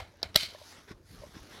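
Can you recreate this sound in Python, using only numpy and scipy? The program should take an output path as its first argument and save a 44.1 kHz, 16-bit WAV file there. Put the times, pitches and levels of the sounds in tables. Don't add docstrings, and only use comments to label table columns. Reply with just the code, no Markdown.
import sys
import numpy as np
from scipy import signal
from scipy.fft import rfft, irfft
from scipy.io import wavfile
from scipy.ndimage import uniform_filter1d

SR = 44100
rng = np.random.default_rng(int(sys.argv[2]) if len(sys.argv) > 2 else 0)


def file_out(sig):
    cols = np.atleast_2d(sig).T
    lim = np.clip(cols, -1, 1)
    pcm = np.round(lim * 32767).astype(np.int16)
    wavfile.write(sys.argv[1], SR, pcm)


def gain_from_db(level_db):
    decades = np.asarray(level_db, float) / 20
    return 10 ** decades


N = 70560


def ring(x, hz, t60):
    pole = np.exp(2j * np.pi * hz / SR - np.log(1000) / (max(t60, .002) * SR))
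    return signal.lfilter([1], [1, -pole], x).imag


def band(x, hz, width_hz):
    return signal.lfilter(*signal.iirpeak(min(hz, .45 * SR), hz / width_hz, fs=SR), x)


def band_noise(source, hz, width_hz):
    return band(band(source, hz, width_hz), hz, width_hz)


def unit(x):
    return x / np.sqrt(np.mean(x ** 2))


def walk(rate):
    k = int(SR / rate)
    steps = np.repeat(rng.standard_normal(N // k + 1), k)
    w = uniform_filter1d(uniform_filter1d(steps, k), k)[:N]
    return (w - w.mean()) / w.std()


def bump(s, width_s):
    out = np.zeros(N)
    first = max(int((s - 5 * width_s) * SR), 0)
    last = min(int((s + 5 * width_s) * SR) + 1, N)
    k = np.arange(first, last)
    out[k] = np.exp(-.5 * ((k / SR - s) / width_s) ** 2)
    return out


def curve_db(table, column=1, outside_db=-120):
    t = np.array(table)
    return np.interp(np.arange(N) / SR, t[:, 0], t[:, column], left=outside_db, right=outside_db)


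def softness(hz, contact_ms):
    return np.exp(-(np.pi * hz * contact_ms / 1000) ** 2 / 2)


# f/Hz, width/Hz, level/dB
CRACK = [(328, 150, -26), (2580, 8600, -15.5), (7840, 2500, -18.5), (9890, 4900, -23.5), (12035, 2000, -11),
         (14900, 1800, -29)]
STEEL_CYCLES = 40
SKID_S, CRACK_T60_S, BLOW_SPREAD_DB = .00024, .011, 7.77


def steel(blows, modes, level_db, crack_db):
    t, out = np.arange(N) / SR, 0
    chance = rng.random((len(blows), len(modes) + len(CRACK), 2))
    skids = [bump(s, SKID_S) for s, db, ms in blows]
    for k, (hz, db, t60) in enumerate(modes):
        force = np.zeros(N)
        for (s, blow_db, ms), skid, (extra, phase) in zip(blows, skids, chance[:, k]):
            on = skid > 0
            push = gain_from_db(blow_db + BLOW_SPREAD_DB * extra) * softness(hz, ms) * 2 * skid[on] / skid.sum()
            force[on] += push * np.cos(2 * np.pi * (hz * t[on] + phase))
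        out = out + gain_from_db(db) * ring(force, hz, min(t60, STEEL_CYCLES / hz))

    fades = []
    for (s, db, ms), skid in zip(blows, skids):
        decay = np.exp(-np.log(1000) * np.abs(t - s) / CRACK_T60_S)
        fades.append(np.where(t < s, skid, decay))
    for hz, width, db in CRACK:
        fade = sum(gain_from_db(blow_db) * softness(hz, ms) * f for (s, blow_db, ms), f in zip(blows, fades))
        out = out + gain_from_db(db + crack_db) * fade * unit(band_noise(rng.standard_normal(N), hz, width))
    return gain_from_db(level_db) * out


# t/s, level/dB, contact/ms
LATCH_BLOWS = [(.3436, -33.5, 0.055), (.3459, -22.5, 0.069), (.3500, -32, 0.09), (.3550, -12.5, .15),
               (.3563, -15, .15), (.3577, -13.5, 0.082), (.3592, 2.5, 0.022), (.3601, -4, 0.016),
               (.3619, -4.5, .03), (.3641, -13, .03), (.3678, -35, .02), (.3735, -23.5, .04),
               (.3765, -29, .04), (.3835, -26.5, 0.035), (.4178, -32, .04), (.4325, -18.5, .04)]
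# f/Hz, level/dB, t60/s
LATCH_MODES = [(402.18, -22.5, 0.0093), (643.3, -13, 0.022), (952, -30, 0.012), (1318.2, -16, 0.014),
               (1600, -15, 0.011), (1986.7, -9.5, 0.011), (2588, -32.5, 0.0086), (2942.6, -6, 0.0082),
               (3550, -0.5, 0.007), (3994, 6, 0.0054), (4665, 1.5, .011), (5390, 0, .008),
               (6017, -8.5, .01), (12100, -8.5, .008)]


def latch():
    return steel(LATCH_BLOWS, LATCH_MODES, level_db=-13.5, crack_db=5.5)


# t/s, level/dB, contact/ms
LUG_BLOWS = [
    (.2185, -19.5, 0.127),
    (.2248, -25.5, .16),
    (.2290, -16, 0.026),
    (.2298, -0.5, 0.0143),
    (.2323, -10, 0.035),
    (.2415, -24.5, .05),
    (.2550, -32, 0.046),
]
# f/Hz, level/dB, t60/s
LUG_MODES = [(421.3, -15, 0.019), (628.7, -10.5, 0.019), (850, -18.5, .012), (1350, -12.5, 0.0066),
             (1710.4, -11.5, 0.013), (2221.4, -22.5, 0.014), (2554.5, -28.5, 0.0104), (3178, -13.5, 0.0103),
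             (3963.5, -2.5, 0.013), (4394, -2, 0.0046), (4840, -0.5, 0.011), (5340, -1, .006),
             (6700, -15.5, 0.0049)]


def lug():
    return steel(LUG_BLOWS, LUG_MODES, level_db=-21.5, crack_db=-7.5)


# t/s, level/dB, f/Hz, t60/s
KNOCKS = [(.004, -41.5, 726, 0.1006), (.139, -55.5, 579.6, 0.125), (.529, -42, 444, 0.0116),
          (0.5488, -37, 604.2, 0.0335), (.557, -51.5, 1764, 0.044), (.6158, -41, 603.3, 0.0413),
          (1.220, -41, 584, 0.0333), (1.2362, -36, 588.3, 0.0532)]
KNOCK_PUSH_S = 0.0007
KNOCK_UPPER, KNOCK_UPPER_DB = 1.6045, -5


def knocks():
    t, out = np.arange(N) / SR, 0
    for s, db, hz, t60 in KNOCKS:
        push = bump(s, KNOCK_PUSH_S)
        push = 2 * push / push.sum()
        for f, tone_db, decay in ((hz, 0, t60), (hz * KNOCK_UPPER, KNOCK_UPPER_DB, t60 * 0.317)):
            out = out + gain_from_db(db + tone_db) * ring(push * np.cos(2 * np.pi * f * (t - s)), f, decay)
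    return out


# t/s, level/dB
RATTLE_BEFORE = [(0.0, -32.5), (0.01, -46.5), (0.11, -71), (0.14, -78.5)]
RATTLE_LUG = [(.231, -39.5), (.236, -39), (.25, -48.5), (.3, -59.5), (.335, -86)]
RATTLE_LATCH = [(.364, -49), (.372, -24.5), (.382, -36.5), (.41, -32), (.42, -37), (.44, -36), (.47, -44),
                (.51, -50.5), (.58, -61.5)]
# f/Hz, width/Hz, level/dB
RATTLE = [(674.8, 210, -17), (1406, 370, -12), (2165.4, 150, -2.5), (2436.4, 90, -4.5), (3082, 170, -1.5),
          (3684, 300, -6), (4011, 88, 1.5), (4251, 40, 4), (4542, 150, -0.5), (4878, 670, -8),
          (6250, 2300, -18.5), (8750, 4500, -27), (10130, 2500, -21), (14000, 2500, -43)]
RATTLE_PER_S, RATTLE_SCATTER_DB, RATTLE_SMEAR_S = 3700, 2.5, 0.0023
EARLY_TILT_DB_PER_OCT, LUG_TILT_DB_PER_OCT = -11, -8.5
DULLING_PER_OCT = 0.2


def rattle():
    happens = rng.random(N) < RATTLE_PER_S / SR
    hits = happens * gain_from_db(RATTLE_SCATTER_DB * rng.exponential(size=N))
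    gate = signal.lfilter([1], [1, -np.exp(-1 / (RATTLE_SMEAR_S * SR))], hits)
    parts = [(hz, gain_from_db(db) * band(gate * rng.standard_normal(N), hz, w)) for hz, w, db in RATTLE]
    shakes = ((RATTLE_BEFORE, EARLY_TILT_DB_PER_OCT), (RATTLE_LUG, LUG_TILT_DB_PER_OCT), (RATTLE_LATCH, 0))
    out = 0
    for table, tilt in shakes:
        db = curve_db(table)
        dull = DULLING_PER_OCT * np.maximum(db - db.max(), -40)
        tilted = [(hz, gain_from_db(tilt * np.log2(hz / 3000)) * p) for hz, p in parts]
        norm = np.std(sum(p for hz, p in tilted))
        fading = sum(gain_from_db(dull * max(np.log2(hz / 4000), 0)) * p for hz, p in tilted)
        out = out + gain_from_db(db) / norm * fading
    return out


# t/s, level/dB, width/ms
JOLT = [
    (.3594, -25.5, .7),
    (.3621, -28.5, 1.3),
    (.372, -42.5, 4),
]


def jolt():
    return -sum((-1) ** k * gain_from_db(db) * bump(s, ms / 1000) for k, (s, db, ms) in enumerate(JOLT))


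# t/s, level/dB, f/Hz
THUMPS = [(.003, -45, 71), (.022, -41.5, 70), (.035, -49.5, 72), (0.256, -44.5, 109), (.270, -44.5, 75),
          (0.299, -48, 90), (0.309, -50.5, 90), (0.431, -40.5, 150.6), (0.482, -53, 54.5),
          (0.233, -53, 171), (.243, -45.5, 150), (0.784, -47.5, 220), (0.913, -33.5, 196),
          (.945, -54.5, 81), (1.011, -50.5, 89.7), (1.065, -63.5, 120.4), (1.111, -42.5, 109),
          (1.136, -47.5, 161), (1.147, -45, 150), (1.181, -54, 120), (1.214, -49, 118), (1.224, -49.5, 128),
          (1.27, -44, 350), (1.291, -53.5, 150), (1.326, -59.5, 100), (1.3683, -36.5, 216),
          (1.379, -50.5, 180), (1.422, -44.5, 79.5), (1.445, -51.5, 130)]
# t/s, level/dB, f/Hz
RELEASES = [(.028, -45.5, 70), (.264, -48, 75), (0.95, -47, 69), (.971, -50, 70), (1.105, -52.5, 90),
            (1.295, -49.5, 171), (1.351, -51, 150), (1.372, -54.5, 110), (1.412, -48, 60)]
THUMP_CYCLES = 0.309


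def thumps():
    t, out = np.arange(N) / SR, 0
    for sign, table in ((1, THUMPS), (-1, RELEASES)):
        for s, db, hz in table:
            lean = 0.51 * rng.standard_normal()
            swing = np.cos(2 * np.pi * hz * (t - s) + lean)
            out = out + sign * gain_from_db(db) * bump(s, THUMP_CYCLES / hz) * swing
    return out


# t/s, length/s, level/dB
RUBS = [(0.876, 0.05704, -49.5), (1.339, 0.0569, -51.5), (1.501, 0.077, -56)]
# f/Hz, width/Hz, level/dB
RUB = [(350, 255, 2), (1112.2, 111, -4), (1682, 1156, 3), (3422, 936, -3), (5100, 1010, -4.5),
       (10500, 3600, -14.5)]
RUB_EDGE_S, RUB_GRAIN_DB = .024, 1.8


def rubs():
    t, press = np.arange(N) / SR, 0
    grit = gain_from_db(RUB_GRAIN_DB * walk(590)) * rng.standard_normal(N)
    for s, length, db in RUBS:
        edge = np.minimum(t - s, s + length - t) / RUB_EDGE_S + .5
        press = press + gain_from_db(db) * np.clip(edge, 0, 1) ** 2
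    return press * unit(sum(gain_from_db(db) * unit(band_noise(grit, hz, w)) for hz, w, db in RUB))


# t/s, level/dB, brightness/dB per octave
SLEEVE = [(0, -67, -1), (.33, -61, -2), (.5, -58, -1), (.58, -57.5, 0.5), (.68, -54.5, 2), (.78, -54.5, -1),
          (.87, -63.5, -0.5), (.95, -65, -3), (1.02, -73, -0.67), (1.09, -64, 2), (1.13, -59.5, 2.5),
          (1.2, -58, 0), (1.32, -59, -1), (1.43, -58, -0.5), (1.5, -54.5, -1), (1.55, -50, -0.5),
          (1.58, -50.5, -1), (1.6, -56, -2.5)]
# f/Hz, level/dB per Hz
CLOTH = [(150, -3), (1800, -6.5), (2700, -11), (4000, -8.5), (6200, -11.5), (8000, -22.5), (11000, -17),
         (15800, -32)]
CLOTH_FLICKER_DB, CLOTH_GRAIN_DB = 2.5139, 1.2849


def sleeves():
    level_db, tilt = curve_db(SLEEVE), curve_db(SLEEVE, column=2, outside_db=0)
    cloth_hz, cloth_db = np.transpose(CLOTH)
    f = np.maximum(np.arange(N // 2 + 1) * SR / N, 1)
    noise = rfft(gain_from_db(CLOTH_GRAIN_DB * walk(400)) * rng.standard_normal(N))
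    noise = noise * gain_from_db(np.interp(np.log(f), np.log(cloth_hz), cloth_db)) * (f > cloth_hz[0])
    out = 0
    for hz in 150 * 2 ** (np.arange(28) / 4):
        share = np.clip(1 - 4 * np.abs(np.log2(f / hz)), 0, 1)
        flicker = gain_from_db(tilt * np.log2(hz / 2000) + CLOTH_FLICKER_DB * walk(24.894))
        out = out + flicker * irfft(noise * share, N)
    return gain_from_db(level_db) * out / np.std(irfft(noise, N))


# t/s, level/dB
TICKS = [(.172, -72), (.589, -70), (1.1145, -65), (.835, -70), (1.2406, -64), (1.3384, -64), (1.4025, -62),
         (1.4316, -63), (1.465, -72), (1.514, -65)]
TICK_HZ, TICK_WIDTH_HZ, TICK_S = 10500, 3000, 0.00175


def ticks():
    puffs = sum(gain_from_db(db) * bump(s, TICK_S) for s, db in TICKS)
    return puffs * unit(band(rng.standard_normal(N), TICK_HZ, TICK_WIDTH_HZ))


# t/s, level/dB
GRIP = [(0, -1.5), (.2, -2), (.3, -1), (.45, 1), (.55, -5), (.85, -4), (.95, 0.5), (1.08, -0.5), (1.15, 7),
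        (1.3, 3), (1.45, 2), (1.6, 1.5)]


def grip_db():
    return curve_db(GRIP)


RUMBLE_HZ, RUMBLE_DB, RUMBLE_WALK_DB = 64.4, -63.5, 2


def rumble():
    low = band(band(rng.standard_normal(N), RUMBLE_HZ, 63), RUMBLE_HZ, 120)
    return gain_from_db(RUMBLE_DB + grip_db() + RUMBLE_WALK_DB * walk(7.3)) * unit(low)


HUM_HZ, HUM_WIDTH_HZ, HUM_DB = 90.5, 7, -63.5


def hum():
    return gain_from_db(HUM_DB + 0.66 * grip_db()) * unit(band(rng.standard_normal(N), HUM_HZ, HUM_WIDTH_HZ))


# f/Hz, width/Hz, level/dB, unevenness/dB
CREAK = (328.5, 251.5, -68.5, 4)


def creak():
    hz, width, db, uneven_db = CREAK
    level = gain_from_db(db + 1.255 * grip_db() + uneven_db * walk(30))
    return level * unit(band_noise(rng.standard_normal(N), hz, width))


ROOM_T60_S, ROOM_DB = .15, -30.5


def room(hits):
    t = np.arange(N // 4) / SR
    echoes = rng.standard_normal(len(t)) * np.exp(-np.log(1000) * t / ROOM_T60_S)
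    echoes = echoes * (t > .003)
    wet = signal.fftconvolve(hits, echoes / np.sqrt(np.sum(echoes ** 2)))[:N]
    return gain_from_db(ROOM_DB) * wet


def scene():
    hits = latch() + lug() + knocks()
    box = hits + room(hits) + rattle()
    hands = jolt() + thumps() + rubs()
    cloth = sleeves() + ticks()
    background = rumble() + hum() + creak()
    return (box + hands + cloth + background)[None]


HISS_DB, LIMIT, TOP_HZ = -83, .64, 15900


def band_limit(x):
    return signal.sosfilt(signal.butter(12, 16430, fs=SR, output="sos"), x)


def record(dry):
    hissy = dry + gain_from_db(HISS_DB) * rng.standard_normal(N)
    rounded = LIMIT * np.tanh(hissy / LIMIT)
    top_cut = signal.ellip(8, .3, 70, TOP_HZ, fs=SR, output="sos")
    mix = signal.sosfilt(top_cut, rounded)
    return band_limit(mix)


dry = scene()
out = record(dry)
file_out(out)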